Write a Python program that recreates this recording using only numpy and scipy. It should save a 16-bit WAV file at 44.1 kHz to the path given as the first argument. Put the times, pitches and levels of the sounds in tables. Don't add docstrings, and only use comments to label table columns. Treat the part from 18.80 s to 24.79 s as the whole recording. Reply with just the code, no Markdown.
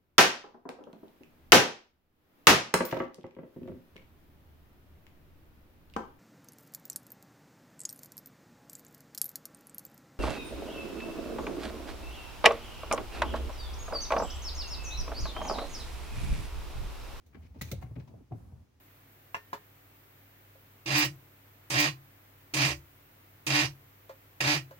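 import sys
import numpy as np
from scipy import signal
from scipy.fft import rfft, irfft
from scipy.io import wavfile

SR = 44100
rng = np.random.default_rng(int(sys.argv[2]) if len(sys.argv) > 2 else 0)


def master(y):
    cut = np.clip(np.atleast_2d(y).T, -1, 1)
    pcm = np.round(cut * 32767)
    wavfile.write(sys.argv[1], SR, pcm.astype(np.int16))


N = 264159
T = np.arange(N) / SR

# start, speed-up, cruise and braking in seconds, steps per second at
# the outset, then relative levels in dB of motor hum, jolt, chatter, braking bounce and stopping sway.
MOVES = [(2.058, .092, 0.079, 0.04, 50, -5, -5, -29.5, -35, -54),
         (2.902, .075, 0.069, 0.048, 110, -4.5, 0, -29.5, -35, -58),
         (3.737, 0.075, 0.0071, 0.11, 102.5, -3, 5.5, -29, -31, -44),
         (4.666, .070, .072, 0.053, 100, -5, 3.5, -29, -33, -51),
         (5.604, 0.069, 0.061, 0.044, 113, -3.5, 8.5, -30, -34, -56)]
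def printer(chatter_trim_db=-1, jolt_trim_db=-2):
    hum, jolts, pulley, carriage = np.zeros((4, N))
    swings = np.zeros((2, N))
    for *timing, first_rate, hum_db, jolt_db, chatter_db, bounce_db, sway_db in MOVES:
        cycles, speed = motion(*timing, first_rate)
        hum += undb(hum_db) * torque_ripple(cycles, speed)
        jolts += undb(jolt_db + jolt_trim_db) * jolt(timing[0])
        rattle = undb(chatter_db + chatter_trim_db) * looseness(*timing)
        pulley += rattle * chatter(cycles, speed)
        carriage += rattle * chatter(cycles, speed)
        swings += shudder(*timing, bounce_db, sway_db)
    return gantry(hum) + rail(jolts, pulley, carriage) + swings


def motion(start, rise, cruise, brake, first_rate, top_rate=297):
    corners = start + np.cumsum([0, rise, cruise, brake])
    rate = np.interp(T, corners, [first_rate, top_rate, top_rate, first_rate], left=0, right=0)
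    rate *= 1 + .004 * wander(70)
    return np.cumsum(rate) / SR / 4, rate / top_rate


# multiple of the coil current's cycle, relative level in dB.
MOTOR_ORDERS = [(2, -81), (4, -44.5), (6, -48), (8, -47.5), (10, -42.5), (12, -39), (14, -41.5), (16, -71),
                (18, -44), (20, -38.5), (22, -40.5), (25, -63), (26, -33.5), (32, -58), (64, -36.5)]
def torque_ripple(cycles, speed):
    orders = sum(undb(db) * np.sqrt(2) * np.sin(2 * np.pi * k * cycles) for k, db in MOTOR_ORDERS)
    return orders * speed ** 1.5 * (1 + .15 * wander(120))


# frequency in Hz, width in Hz, gain in dB.
GANTRY_MODES = [(133.8, 2.5, 1), (307.3, 11.4, 20.5), (340.7, 6.4, 10.5), (579.5, 10.6, 10),
                (1035, 5.3, -1), (1800, 23, -3)]
def gantry(hum):
    return room(resonate(hum, GANTRY_MODES), wet_db=-6.5, t60=.15, pan_db=2.5)


def jolt(start, decay_s=.004):
    age = np.maximum(T - start, 0) / decay_s
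    return unit(np.sqrt(age) * np.exp(-age) * rng.standard_normal(N)) / 2


def chatter(cycles, speed, spread_db=3, scatter_db=4, slip_cycles=.0026, per_cycle=18):
    places = rng.random(per_cycle)
    sizes = undb(spread_db * rng.standard_normal(per_cycle)) * rng.choice([-1, 1], per_cycle)
    late, loud = np.clip(rng.standard_normal((2, 20, per_cycle)), -1.6, 1.6)
    tick_cycles = np.arange(20)[:, None] + places + slip_cycles * late
    reached, moving = tick_cycles < cycles[-1], speed > 0
    times = np.interp(tick_cycles[reached], cycles[moving], T[moving])
    strengths = (sizes * undb(scatter_db * loud))[reached]
    ticks = impulses(times, strengths / np.sqrt(np.interp(times, T, speed)))
    return unit(ticks) * np.sqrt(moving.sum()) * speed ** .71


def looseness(start, rise, cruise, brake, taut_db=-2, flare_db=2, braking_db=-4):
    cruising = start + rise
    flare = np.exp(-((T - cruising - .0085) / .012) ** 2)
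    braked = np.clip((T - cruising - cruise) / brake, 0, 1)
    return undb(taut_db * (T < cruising) + flare_db * flare + braking_db * braked)


# frequency in Hz, relative level in dB.
RAIL_COLOUR = [(40, -63), (130, -14), (220, -27.5), (320, -4), (420, -22), (520, -5), (800, -5.5),
               (1300, -6), (1650, -6), (2550, 3), (2950, 0.5), (3500, -5), (4900, -2), (6500, -8.5),
               (9500, -19), (15500, -20.5)]
# frequency in Hz, width in Hz, gain in dB.
RAIL_MODES = [(1075, 30, 4), (1906, 102, 5), (2417, 150, -0.5), (2660, 120, -15.5), (4800, 300, -5.5),
              (5870, 50, 4.5)]
# frequency in Hz, width in Hz, gain in dB.
JOLT_MODES = [(314, 20, 20)]
def rail(jolts, pulley, carriage, pan_db=-7.5):
    ring = unit(resonate(colour(RAIL_COLOUR, size=4096), RAIL_MODES))
    pulley_and_jolts = convolve(pulley + resonate(jolts, JOLT_MODES), ring)
    return (room(pulley_and_jolts, wet_db=4, t60=.043, pan_db=pan_db)
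            + room(convolve(carriage, ring), wet_db=2, t60=.14, pan_db=pan_db))


def shudder(start, rise, cruise, brake, bounce_db, sway_db, belt_hz=136, gantry_hz=73.8):
    cruising, braking, stop = start + np.cumsum([rise, cruise, brake])
    bounce = swell(braking + .04, bounce_db, 540, 620)
    frame_ring = swell(braking + .04, bounce_db - 6, 900, 160)
    belt = swell(cruising, -32, 220, 520) + np.maximum(bounce, frame_ring)
    sway = swell(cruising, -52.5, 460, 1100) + swell(stop - .016, sway_db, 700, 160)
    swings = np.zeros(N)
    for hz, envelope in [(belt_hz, belt), (gantry_hz, sway)]:
        flutter = undb(-.5 * wander(50))
        phase = 2 * np.pi * hz * (T - start) + .84 * wander(40)
        swings += envelope * flutter * np.sqrt(2) * np.sin(phase)
    attack = np.clip((T - start) / .016, 0, 1)
    return attack * swings * pan(2)


def swell(crest_s, db, rise_db_per_s, fall_db_per_s, linger_s=.022):
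    away_s = np.hypot(T - crest_s, linger_s) - linger_s
    return undb(db - np.where(T < crest_s, rise_db_per_s, fall_db_per_s) * away_s)


# time in seconds, relative level in dB.
BELT_TICKS = [(2.246, -11), (2.901, -0.5), (2.922, -3.5), (3.74, 0.5), (3.766, -3), (3.85, -2.5),
              (3.873, -5.5), (4.666, -0.5), (5.607, -6)]
# frequency in Hz, relative level in dB.
TICK_COLOUR = [(1500, -63), (6000, 10.5), (8200, 6), (10500, 1.5), (15500, -4)]
def belt_ticks(crackle_db=-51, spread_db=5):
    speed = sum(motion(*move[:5])[1] for move in MOVES)
    grains = (rng.random(N) < .02) * rng.standard_normal(N) * undb(spread_db * rng.standard_normal(N))
    crackle = undb(crackle_db) * unit(grains) * np.sqrt(N) * speed ** .43
    times, db = np.transpose(BELT_TICKS)
    ticks = impulses(np.round(times * SR) / SR, undb(db) / 2)
    return room(convolve(ticks + crackle, colour(TICK_COLOUR)), wet_db=10, t60=.2, pan_db=-2)


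# peak time in seconds, length in seconds, level in dB.
SQUEAKS = [(2.183, 0.028, -24), (2.248, 0.018, -32), (3.002, 0.019, -24.5)]
# frequency in Hz, relative level in dB.
SQUEAK_COLOUR = [(5000, -51), (8000, 5), (11000, -17), (13000, 5), (14100, -29), (15100, 7), (16500, 5.5)]
def wheel_squeaks():
    envelope = sum(undb(db) * np.exp(-(2 * (T - peak) / length) ** 2) for peak, length, db in SQUEAKS)
    rubbing = convolve(rng.standard_normal(N), colour(SQUEAK_COLOUR))
    return room(envelope * rubbing, wet_db=4, t60=.058, pan_db=-4)


# start in seconds, relative level in dB, cut-off in Hz, snap in dB.
CLICKS = [(.5443, 3.5, 4500, -9), (.7305, 5.5, 1060, -11)]
# frequency in Hz, relative level in dB, seconds to fall 60 dB.
BUTTON_MODES = [(168, -25, 0.041), (421, -18.5, 0.23), (562, -13.5, 0.15), (680, -9.5, 0.056),
                (936, 10.5, 0.03), (934, 10, 0.022), (1024, 8, 0.025), (1696, 2, 0.022), (1820, -17, 0.3),
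                (2026, 2, 0.024), (2570, 0, 0.025), (2780, -2, 0.056), (3290, -14, 0.039),
                (5630, -12, 0.076)]
# start in seconds, relative level in dB, cut-off in Hz, snap in dB.
KNOCKS = [(1.750, -23, 900, -22), (5.293, -7.5, 1450, -6.5), (5.909, -14, 3480, -6.5)]
# frequency in Hz, relative level in dB, seconds to fall 60 dB.
PANEL_MODES = [(417, -15, 0.037), (533.5, -6, 0.14), (613, 9, 0.02), (642, 8, 0.021), (740, -22, 0.085),
               (864, -15, 0.037), (1010, -14, 0.11), (1670, -20, 0.12)]
# frequency in Hz, relative level in dB.
SNAP_COLOUR = [(200, -0.5), (700, -1), (1300, 2), (3000, -11), (4200, -12.5), (6000, -16), (9000, -24.5),
               (15000, -21)]
def taps(blows, modes, thin_hz=160):
    t = T[:SR // 3]
    ring = unit(sum((-1) ** k * undb(db) * np.sin(2 * np.pi * hz * t) * np.exp(-np.log(1000) * t / t60)
                    for k, (hz, db, t60) in enumerate(modes)))
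    out = np.zeros(N)
    for start, db, cutoff_hz, snap_db in blows:
        burst = rng.standard_normal(len(t)) * np.exp(-t / .014)
        snap = signal.fftconvolve(burst, colour(SNAP_COLOUR))[:len(t)]
        tap = lowpass(ring, cutoff_hz, order=2) + undb(snap_db) * unit(snap)
        out += convolve(impulses(round(start * SR) / SR, undb(db) / 2), tap)
    return signal.sosfilt(signal.butter(2, thin_hz, "high", fs=SR, output="sos"), out)


# frequency in Hz, level in dB.
ROOM_HUM = [(40.5, -75.5), (99.8, -65.5), (138, -74), (284, -76.5)]
# frequency in Hz, relative spectral density in dB.
HISS_COLOUR = [(20, -22), (45, -50), (80, 5.5), (190, -3.5), (300, -1.5), (500, -5.5), (1000, -8.5),
               (2100, -9.5), (3200, -15.5), (5000, -21.5), (9800, -24.5), (12500, -16), (14500, -10),
               (16000, -12)]
def room_tone(hiss_db=-61, apart_hz=700):
    mid, side = (convolve(rng.standard_normal(N), colour(HISS_COLOUR, size=8192)) for _ in range(2))
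    side = undb(1.5) * (side - lowpass(side, apart_hz))
    hum = np.zeros(N)
    for hz, db in ROOM_HUM:
        level = undb(db) * np.sqrt(2) * (1 + .16 * wander(8.2))
        hum += level * np.sin(2 * np.pi * hz * T + .069 * wander(10))
    return hum + undb(hiss_db) * np.array([mid + side, mid - side])


def room(x, wet_db, t60, pan_db, bass_hz=420, port_lag_s=.0002895):
    t = T[:SR // 2]
    tails = unit(rng.standard_normal((2, len(t))) * np.exp(-np.log(1000) * t / t60) * (t > .002))
    bass = lowpass(lowpass(x, bass_hz, order=2)[::-1], bass_hz, order=2)[::-1]
    upper = x - bass
    direct = np.array([upper, np.interp(T - port_lag_s, T, upper)])
    reflections = undb(wet_db) * np.array([convolve(upper, tail) for tail in tails])
    return bass + (direct + reflections) * pan(pan_db) / np.hypot(1, undb(wet_db))


def pan(db):
    return undb([[db / 2], [-db / 2]])


def undb(db):
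    return 10 ** (np.asarray(db) / 20)


def unit(x):
    return x / np.sqrt(np.sum(x ** 2, axis=-1, keepdims=True))


def convolve(x, response):
    return signal.oaconvolve(x, response)[:N]


def colour(points, size=2048):
    hz, db = np.transpose(points)
    grid = np.maximum(np.fft.rfftfreq(size, 1 / SR), 1)
    gains = undb(np.interp(np.log(grid), np.log(hz), db))
    cepstrum = irfft(np.log(gains))
    cepstrum[1:size // 2] *= 2
    cepstrum[size // 2 + 1:] = 0
    return unit(irfft(np.exp(rfft(cepstrum))))


def lowpass(x, hz, order=1):
    return signal.sosfilt(signal.butter(order, hz, fs=SR, output="sos"), x + 1e-18)


def resonate(x, modes):
    return x + sum(undb(db) * signal.lfilter(*signal.iirpeak(hz, hz / width, SR), x + 1e-18)
                   for hz, width, db in modes)


def wander(rate_hz):
    knots = rng.standard_normal(4096)
    return np.interp(T * rate_hz, np.arange(len(knots)), knots)


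def impulses(times, sizes):
    at = np.clip(np.atleast_1d(times) * SR, 0, N - 2)
    index, part = at.astype(int), at % 1
    return np.bincount(index, sizes * (1 - part), N) + np.bincount(index + 1, sizes * part, N)


def scene():
    clicks, knocks = taps(CLICKS, BUTTON_MODES), taps(KNOCKS, PANEL_MODES)
    near = room(clicks + knocks, wet_db=-2, t60=.12, pan_db=0)
    return printer() + belt_ticks() + wheel_squeaks() + near + room_tone()


def record(dry):
    return signal.sosfilt(signal.ellip(10, .2, 70, 15850, fs=SR, output="sos"), dry)


dry = scene()
out = record(dry)
master(out)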